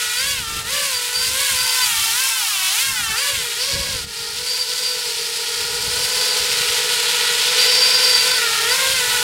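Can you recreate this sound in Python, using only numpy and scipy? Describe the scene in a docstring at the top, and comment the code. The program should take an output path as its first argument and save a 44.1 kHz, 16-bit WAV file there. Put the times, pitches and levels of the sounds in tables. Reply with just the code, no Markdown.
"""A small four-propeller drone

A small drone bobs up and down, then hovers low, its tones swelling as it drifts closer, and lifts again.
Four three-blade propellers at slightly different speeds buzz: each adds tones at multiples of its blade rate.
Shaped noise that swells with the passing blades makes the hiss, dull whoosh, thin sizzle and airy top.
Motor tones grow near a resonance, and whistles glide past it at set times.
Slow gusts of low noise are the downwash rumbling on the microphone."""
import sys
import numpy as np
from scipy import signal
from scipy.fft import rfft, irfft, next_fast_len
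from scipy.io import wavfile

SR = 44100
rng = np.random.default_rng(int(sys.argv[2]) if len(sys.argv) > 2 else 0)


def file_out(sig):
    """Save sig as 16-bit WAV at sys.argv[1]."""
    # one column per channel
    cols = np.atleast_2d(sig).T
    # limit, then scale
    lim = np.clip(cols, -1, 1)
    pcm = np.round(lim * 32767).astype(np.int16)
    wavfile.write(sys.argv[1], SR, pcm)


N = 407035
TIME = np.arange(N) / SR   # seconds

BLADES = 3   # on each propeller
START_HZ = 485.2   # blade-pass rate of the fast pair before the first push
MOTOR_MODE_HZ = 4690   # main resonance of the motors

# steady blade load, one row per harmonic of the blade-pass rate: (edge-on [dB], shallow slant [dB],
# steep slant [dB], from below [dB], power of speed, share of the buzz's swing, roughness [0-1])
THRUST_TONES = [(-38.5, -40.5, -47.5, -53, 2.1, 0.07, 0.16), (-43.5, -42.5, -34.5, -37.5, 2.4, 0, 0.45),
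                (-36.5, -33, -29, -32.5, 0.52, 0.36, 0.43), (-35.5, -32, -31, -33, .1, 0.61, 0.48)]


def from_db(db):
    """Decibels to gain."""
    return np.exp(np.asarray(db) * np.log(10) / 20)


def rms_one(x):
    """Scale to an rms (average strength) of 1."""
    return x / np.sqrt(np.mean(x ** 2) + 1e-20)


def in_time(rows):
    """Each column of a curve at every sample."""
    s, *columns = np.transpose(rows)
    return np.array([np.interp(TIME, s, c) for c in columns])


def at_hz(points, hz):
    """Gain of a spectrum at the given frequencies."""
    f, db = np.transpose(points)
    return from_db(np.interp(np.log(hz + 1e-9), np.log(f), db))


def drift(rate):
    """Smooth random motion of spread 1, changing about rate times a second."""
    # smoothed noise is made at every 40th sample, then joined by straight lines
    r = np.exp(-80 * np.pi * rate / SR)
    raw = rng.standard_normal(N // 40 + 2002)
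    slow = signal.lfilter([1], [1, -2 * r, r * r], raw)[2000:]   # drop the start-up
    return np.interp(np.arange(N) / 40, np.arange(len(slow)), rms_one(slow))


def noise(colour):
    """Noise shaped by a spectrum, with an rms of 1."""
    size = next_fast_len(N)
    hz = np.arange(size // 2 + 1) * SR / size
    spectrum = rfft(rng.standard_normal(size)) * at_hz(colour, hz)
    return rms_one(irfft(spectrum, size)[:N])


def partial(angle, rough, flutter_rate):
    """A tone with an rms of about 1 whose height and phase flutter at random."""
    angle = (angle % (2 * np.pi)).astype(np.float32)
    steady_part = (1 + rough * drift(flutter_rate)) * np.cos(angle)
    stray_part = rough * drift(flutter_rate) * np.sin(angle)
    return (steady_part + stray_part) / np.sqrt(.5 + rough ** 2)


def ease(start, length):
    """A smooth step from 0 to 1."""
    return .5 - .5 * np.cos(np.pi * np.clip((TIME - start) / length, 0, 1))


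def swells(rows, edge_s):
    """Gain of events that build, hold and die away."""
    gain = np.zeros(N)
    for start, length, db in rows:
        inside_s = np.minimum(TIME - start, start + length - TIME)
        gain += from_db(db) * np.clip(inside_s / edge_s + .5, 0, 1)
    return gain


def by_height(dbs, height):
    """Level in dB between the edge-on, slanting and underside views of the rotors."""
    return np.interp(height, np.linspace(0, 1, len(dbs)), dbs)


def resonance(hz, centre_hz, width_hz):
    """How strongly a housing mode answers a tone: 1 when in tune."""
    return 1 / (1 + ((hz - centre_hz) / width_hz) ** 2)


def downwash():
    """Air pushed down by the rotors: lumpy gusts on the microphone over nearly calm air."""
    # gusts reaching the microphone: (start [s], length [s], level before the lumps [dB])
    gusts = [(.2, 0.53, -43), (.7, 0.26, -56), (1.15, 0.3, -47), (1.53, .15, -45.5), (1.86, 0.29, -48),
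             (2.62, 0.062, -54), (2.87, 0.29, -45.5), (3.33, 0.15, -44.5), (3.7, 0.41, -38.5),
             (4.2, 0.28, -48.5), (5.6, .45, -46), (6.12, 0.094, -47), (6.42, .36, -48), (6.85, 0.71, -59),
             (8.15, 0.22, -61), (8.5, 0.2, -53), (8.87, 0.38, -47)]
    # shape of the rumble: (frequency [Hz], relative level [dB])
    rumble_colour = [(15, -9), (35, -6), (70, 2.5), (120, 0), (200, -6), (330, -14.5), (700, -20.5),
                     (2000, -50)]
    strength = from_db(-59) + swells(gusts, edge_s=0.1)   # the first term is the calm air
    lumps = from_db(1.0 + 3.0 * drift(13))
    return strength * lumps * noise(rumble_colour)


def throttle():
    """Blade-pass rate of the fast pair: each push speeds it up, holds it and lets it settle."""
    # pushes of the throttle: (start [s], rise [s], top rate [Hz], release [s], fall [s], rate after [Hz])
    pushes = [(.138, .15, 559, .322, .14, 450), (.641, .12, 580, .796, .2, 490),
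              (1.116, .13, 512, 1.25, .06, 510), (1.313, .12, 558, 1.446, .14, 504),
              (1.6, .1, 507, 1.787, .21, 446), (2.086, .16, 530, 2.294, .33, 374),
              (2.681, .17, 540, 2.862, .25, 439), (3.133, .1, 567, 3.28, .22, 467),
              (3.56, .13, 548, 3.868, .18, 464), (4.29, .2, 497, 4.906, .27, 472),
              (5.656, .46, 495, 6.259, .18, 480), (7.184, .58, 500, 8.337, .17, 456),
              (8.631, .16, 526, 8.916, .14, 486)]
    hz, before = START_HZ, START_HZ
    for start, rise, top, release, fall, after in pushes:
        hz = hz + (top - before) * ease(start, rise) + (after - top) * ease(release, fall)
        before = after
    return hz


def rotor_rates(fast_hz):
    """Four propellers follow the throttle as a fast and a slow pair; within a pair they drift apart and together."""
    # trim that holds the drone level:
    # (time [s], slow pair's speed [share of fast pair], split in each pair [share of fast pair])
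    trim = [(0, .897, .002), (1.8, .897, .002), (2.2, .86, .002), (3.1, .865, .002), (3.3, .885, .009),
            (4.3, .905, .009), (5.5, .91, .006), (6.2, .885, .012), (7.2, .9, .012), (8, .9, .012),
            (8.55, .92, .004), (9.23, .895, .007)]
    slow, split = in_time(trim)
    places = [(1, 1), (1, -1), (slow, 1), (slow, -1)]   # (speed of the pair, side of the split)
    # each rotor strays by about 0.55 of the split, 1.5 times a second
    return fast_hz * np.array([pair + split * (side + .55 * drift(1.5)) for pair, side in places])


def spin(blade_hz, hunting, hunting_rate):
    """Shaft angles; each speed wavers at random, as the flight controller trims the motors."""
    speeds = np.array([hz * (1 + hunting * drift(hunting_rate)) for hz in blade_hz])
    return 2 * np.pi * np.cumsum(speeds, axis=1) / (BLADES * SR)


def dips():
    """Gain that dips briefly at set times."""
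    # (time of the bottom [s], depth [dB], fall [s], recovery [s])
    dip_rows = [(.43, -6, 0.12, 0.17), (.64, -8.5, 0.031, 0.033), (4.06, -9, 0.015, 0.04)]
    dip_db = 0
    for s, db, fall, recovery in dip_rows:
        dip_db = dip_db + db * np.exp(-np.maximum((s - TIME) / fall, (TIME - s) / recovery))
    return from_db(dip_db)


def flares():
    """A motor lingering near its resonance: each whistle builds, glides a little in pitch and dies."""
    # (start [s], length [s], level before the waver [dB], start pitch [Hz], end pitch [Hz])
    whistles = [(0.175, .04, -22, 4600, 4780), (0.73, 0.12, -31, 4780, 4790), (.94, .05, -26.5, 4750, 4630),
                (1.141, .15, -24.5, 4640, 4770), (1.57, 0.19, -27.5, 4720, 4690),
                (1.82, 0.026, -18, 4720, 4660), (3.171, 0.07, -27, 4700, 4800),
                (3.602, .04, -26, 4620, 4750), (4.466, 0.1, -25.5, 4640, 4700),
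                (4.603, 0.023, -17, 4690, 4660), (4.722, 0.12, -31, 4670, 4700),
                (4.84, 0.11, -22, 4730, 4640), (6.02, .04, -22, 4640, 4680), (6.15, 0.18, -28, 4690, 4730),
                (7.582, 0.315, -21, 4680, 4720), (7.899, .32, -18.5, 4750, 4680),
                (8.23, .16, -22.5, 4690, 4620), (8.696, 0.043, -19, 4600, 4800)]
    edge_s = 0.029   # time to build and to die
    hz = np.full(N, float(MOTOR_MODE_HZ))
    for start, length, _, from_hz, to_hz in whistles:
        glide = from_hz + (to_hz - from_hz) * ease(start, length)
        hz = np.where(TIME > start - edge_s / 2, glide, hz)
    waver = from_db(1.5 * drift(9.5))
    level = swells([row[:3] for row in whistles], edge_s) * waver
    return level * partial(2 * np.pi * np.cumsum(hz) / SR, rough=.28, flutter_rate=45)


def motor_whistle(angles, blade_hz, hiss_db):
    """Each motor's magnetic ripple sings faintly near its resonance; set whistles flare over it."""
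    ripple_order, upper_order = 28, 35   # ripples per turn of the shaft
    shaft_hz = blade_hz / BLADES
    out = flares()
    response = resonance(ripple_order * shaft_hz, MOTOR_MODE_HZ, width_hz=35)
    for angle, level in zip(angles, from_db(hiss_db - 7.5) * response):
        out = out + level * partial(ripple_order * angle, rough=.4, flutter_rate=50)
    # one motor of the slow pair also has a second, higher mode
    upper = from_db(hiss_db - 5.5) * resonance(upper_order * shaft_hz[2], 5350, width_hz=39)
    return out + upper * partial(upper_order * angles[2], rough=0.93, flutter_rate=84)


def chop(angles, shares, depth, flicker_db):
    """Turbulent noise swells with every passing blade and comes in tiny bursts."""
    swell = depth * shares @ np.cos(BLADES * angles)
    bursts = from_db(flicker_db * drift(170) + 0.7 * drift(12))
    return rms_one(np.exp(swell) * bursts)


def blade_air(hiss_db, top_db, height):
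    """Turbulence on the blades: a dull whoosh, a hiss, a sizzle, and an airy top that is brighter from below."""
    # dull side of the noise, strongest with the rotors edge-on: (time [s], level [dB])
    whoosh_curve = [(0, -49), (1.9, -59), (2.8, -84), (3.7, -61), (5.4, -57), (6.07, -37.5), (7, -42),
                    (7.8, -35.5), (9.23, -43)]
    # blades buffeting in their own wake, short swells of the whoosh: (time [s], peak level [dB])
    buffet_rows = [(.63, -35), (2.43, -54), (3.88, -38)]
    # vortices shed from the blade edges: (time [s], level when seen edge-on [dB])
    sizzle_curve = [(0, -40), (.55, -33), (.9, -29), (1.8, -32), (2.95, -35), (3.37, -47), (3.65, -22.5),
                    (4.1, -32.5), (4.7, -27), (5.6, -28), (6.27, -23), (7.04, -31), (7.7, -24), (9.23, -29)]
    # shapes of the noises: (frequency [Hz], relative level [dB])
    whoosh_colour = [(40, -17), (110, -6), (270, 0), (350, -10.5), (550, 5), (800, 5), (1150, 1), (1800, 6),
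                     (3500, -14)]
    hiss_colour = [(600, -40.5), (1050, -13.5), (1600, -7.5), (2300, -0.5), (3200, 2.5), (4100, 2),
                   (5000, -1), (5900, -7), (8000, -12.5), (12000, -39)]
    sizzle_colour = [(3000, -27.5), (4100, -3.5), (4600, 1.5), (5400, -3), (5900, -6), (7000, -31)]
    below_colour = [(3500, -45), (5200, 2), (6500, 2.5), (8800, 4.5), (10500, 3.5), (13000, -1.5),
                    (16000, -5)]   # airy top heard from below
    level_colour = [(3500, -25), (5200, -9.5), (6500, 2), (8800, 3), (10500, -0.5), (13000, -7),
                    (16000, -11.5)]   # airy top heard from the side

    top = np.sqrt(height) * noise(below_colour) + np.sqrt(1 - height) * noise(level_colour)
    buffets = sum(from_db(db) * np.exp(-((TIME - s) / 0.032) ** 2) for s, db in buffet_rows)
    whoosh = (from_db(in_time(whoosh_curve)[0]) + buffets) * noise(whoosh_colour)
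    sizzle = from_db(in_time(sizzle_curve)[0] - 9.6 * height) * noise(sizzle_colour)
    hiss = from_db(hiss_db + 0.6) * noise(hiss_colour)
    return whoosh + sizzle + hiss + from_db(top_db) * top


def blade_buzz(angles, blade_hz, shares, height, count=19):
    """Blades chop through eddies: a long row of rougher upper harmonics, coloured by the view."""
    # upper blade harmonics: (frequency [Hz], relative level from the side [dB], from below [dB])
    buzz_colour = [(1800, -6, -6), (2400, -5, -4), (2700, -5, 0), (3300, -4, -3), (3900, -8, -5),
                   (5000, -9, -3.5), (5900, -14, -6), (7200, -19, -12), (11000, -24, -18)]
    out, colour = 0, np.array(buzz_colour)
    step = slice(None, None, 200)   # the gain is worked out at every 200th sample
    for angle, hz, share in zip(angles, blade_hz, shares):
        for k in range(len(THRUST_TONES) + 1, count):   # the harmonics above the thrust tones
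            side = at_hz(colour[:, [0, 1]], k * hz[step])
            below = at_hz(colour[:, [0, 2]], k * hz[step])
            gain = np.interp(TIME, TIME[step], side + height[step] * (below - side))
            phase = k * BLADES * angle + rng.uniform(0, 2 * np.pi)
            out = out + share * gain * partial(phase, rough=.36, flutter_rate=22)
    return out


def thrust_tones(angles, shares, speed_db, buzz_db, height):
    """Steady blade load gives clear harmonics, fluttering with eddies; imbalance adds faint shaft tones."""
    # the drone drifts towards the microphone: (time [s], gain of these tones [dB])
    nearness = [(0, -1), (.55, 1.5), (.78, 3), (1.05, -1), (1.45, 2.5), (3.05, -2), (3.25, 1.5), (3.5, -3),
                (3.75, 1), (4.2, -3), (5.3, 1), (6.2, 5), (7.7, 7.5), (8.5, 7.5), (8.77, 9.5), (8.95, 5.5),
                (9.23, 6.5)]
    # imbalance: (multiple of the shaft rate, level relative to the first harmonic [dB])
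    shaft_tones = [(1, -20.5), (2, -29.5), (4, -20.5), (5, -18)]
    near_db, = in_time(nearness)
    levels = []
    for *dbs, power, follows, _ in THRUST_TONES:
        view_db = by_height(dbs, height)
        levels.append(from_db(near_db + view_db + power * speed_db + follows * buzz_db + drift(3.8)))
    # the hardest-working rotor dominates the higher harmonics, more so from below
    lead = 0.033 + 0.34 * np.sqrt(height)
    out = 0
    for k, (level, (*_, rough)) in enumerate(zip(levels, THRUST_TONES), 1):
        weights = shares[:, None] ** (1 + lead * (k - 1))
        weights = weights / np.linalg.norm(weights, axis=0)
        for angle, weight in zip(angles, weights):
            phase = k * BLADES * angle + rng.uniform(0, 2 * np.pi)
            out = out + weight * level * partial(phase, rough, flutter_rate=59)
    for multiple, db in shaft_tones:
        tone = partial(round(multiple) * angles[0], rough=0.7, flutter_rate=14)
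        out = out + levels[0] * from_db(db) * tone
    return out


def scene():
    """The drone and its downwash, nearly alike in both channels."""
    # height of the flight: (time [s], height [0 level with the microphone to 1 seen from below])
    height_curve = [(0, 0.38), (.75, 0.42), (1.25, 0.39), (1.5, 0.48), (2, 0.84), (2.5, 1), (2.8, 0.8),
                    (3.25, 0.45), (3.7, 0.012), (7.8, 0.039), (8.5, 0.29), (9.23, 0.46)]
    # blade turbulence, louder as the drone nears or turns its underside:
    # (time [s], hiss before the effect of speed [dB], airy top relative to the hiss [dB])
    hiss_curve = [(0, -25.5, -0.5), (.55, -24, -1), (1.05, -27.5, .5), (1.5, -25, 1.5), (1.85, -22.5, 1.5),
                  (2.05, -22, 1), (2.35, -27, 3.5), (2.7, -20, 0.5), (2.9, -28, 2.5), (3.2, -25.5, -1),
                  (3.55, -26.5, -1.5), (4.2, -31.5, -1.5), (4.6, -29, -0.5), (5.6, -27, -1.5),
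                  (6.1, -25, 0), (6.5, -22, -3.5), (7.5, -19, -5.5), (9.23, -22.5, -1.5)]
    # upper blade harmonics, strongest from below and under load: (time [s], balance against the hiss [dB])
    buzz_curve = [(0, -5), (.3, 2), (.5, -6), (.68, -7), (.8, -5), (1.1, -8), (1.7, -7.5), (2.05, -4),
                  (2.3, -2), (2.65, -5), (2.87, 0), (3.1, 2), (3.33, -3.5), (3.7, -7.5), (5.3, -14),
                  (8, -8), (8.8, -6.5), (9.23, -7)]
    # relative share of each propeller: (thrust tones [dB], upper harmonics [dB])
    rotor_db = [(3, -1), (0, -4.5), (-1, -7.5), (-4, -13)]

    fast_hz = throttle()
    speed_db = 20 * np.log10(fast_hz / START_HZ)
    blade_hz = rotor_rates(fast_hz)
    angles = spin(blade_hz, hunting=0.003502, hunting_rate=12.98)
    rotor_gain = from_db(rotor_db)
    thrust_share, buzz_share = (rotor_gain / np.linalg.norm(rotor_gain, axis=0)).T
    height = np.clip(in_time(height_curve)[0], 0, 1)

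    hover_db, top_db = in_time(hiss_curve)
    hiss_db = hover_db + 1.5 * speed_db   # the hiss grows with rotor speed
    buzz_db = in_time(buzz_curve)[0]
    broad_db = hiss_db - 10 * np.log10(1 + from_db(buzz_db) ** 2)   # buzz and hiss share the turbulent power

    buzz = from_db(broad_db + buzz_db - 1.0) * blade_buzz(angles, blade_hz, buzz_share, height)
    air = blade_air(broad_db, hiss_db + top_db, height)
    air = air * chop(angles, thrust_share, depth=0.14, flicker_db=0.89)
    tones = thrust_tones(angles, thrust_share, speed_db, buzz_db, height)
    drone = dips() * (tones + buzz + air + motor_whistle(angles, blade_hz, hiss_db))
    # a second, fainter rumble of opposite sign in the two channels gives a little width
    width = from_db(-22.0) * downwash() * np.array([[1], [-1]])
    return drone + downwash() + width


def record(dry):
    """A steep filter cuts the top above 15800 Hz."""
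    top_cut = signal.ellip(12, .1, 80, 15800, fs=SR, output="sos")
    return signal.sosfilt(top_cut, dry)


dry = scene()
out = record(dry)
file_out(out)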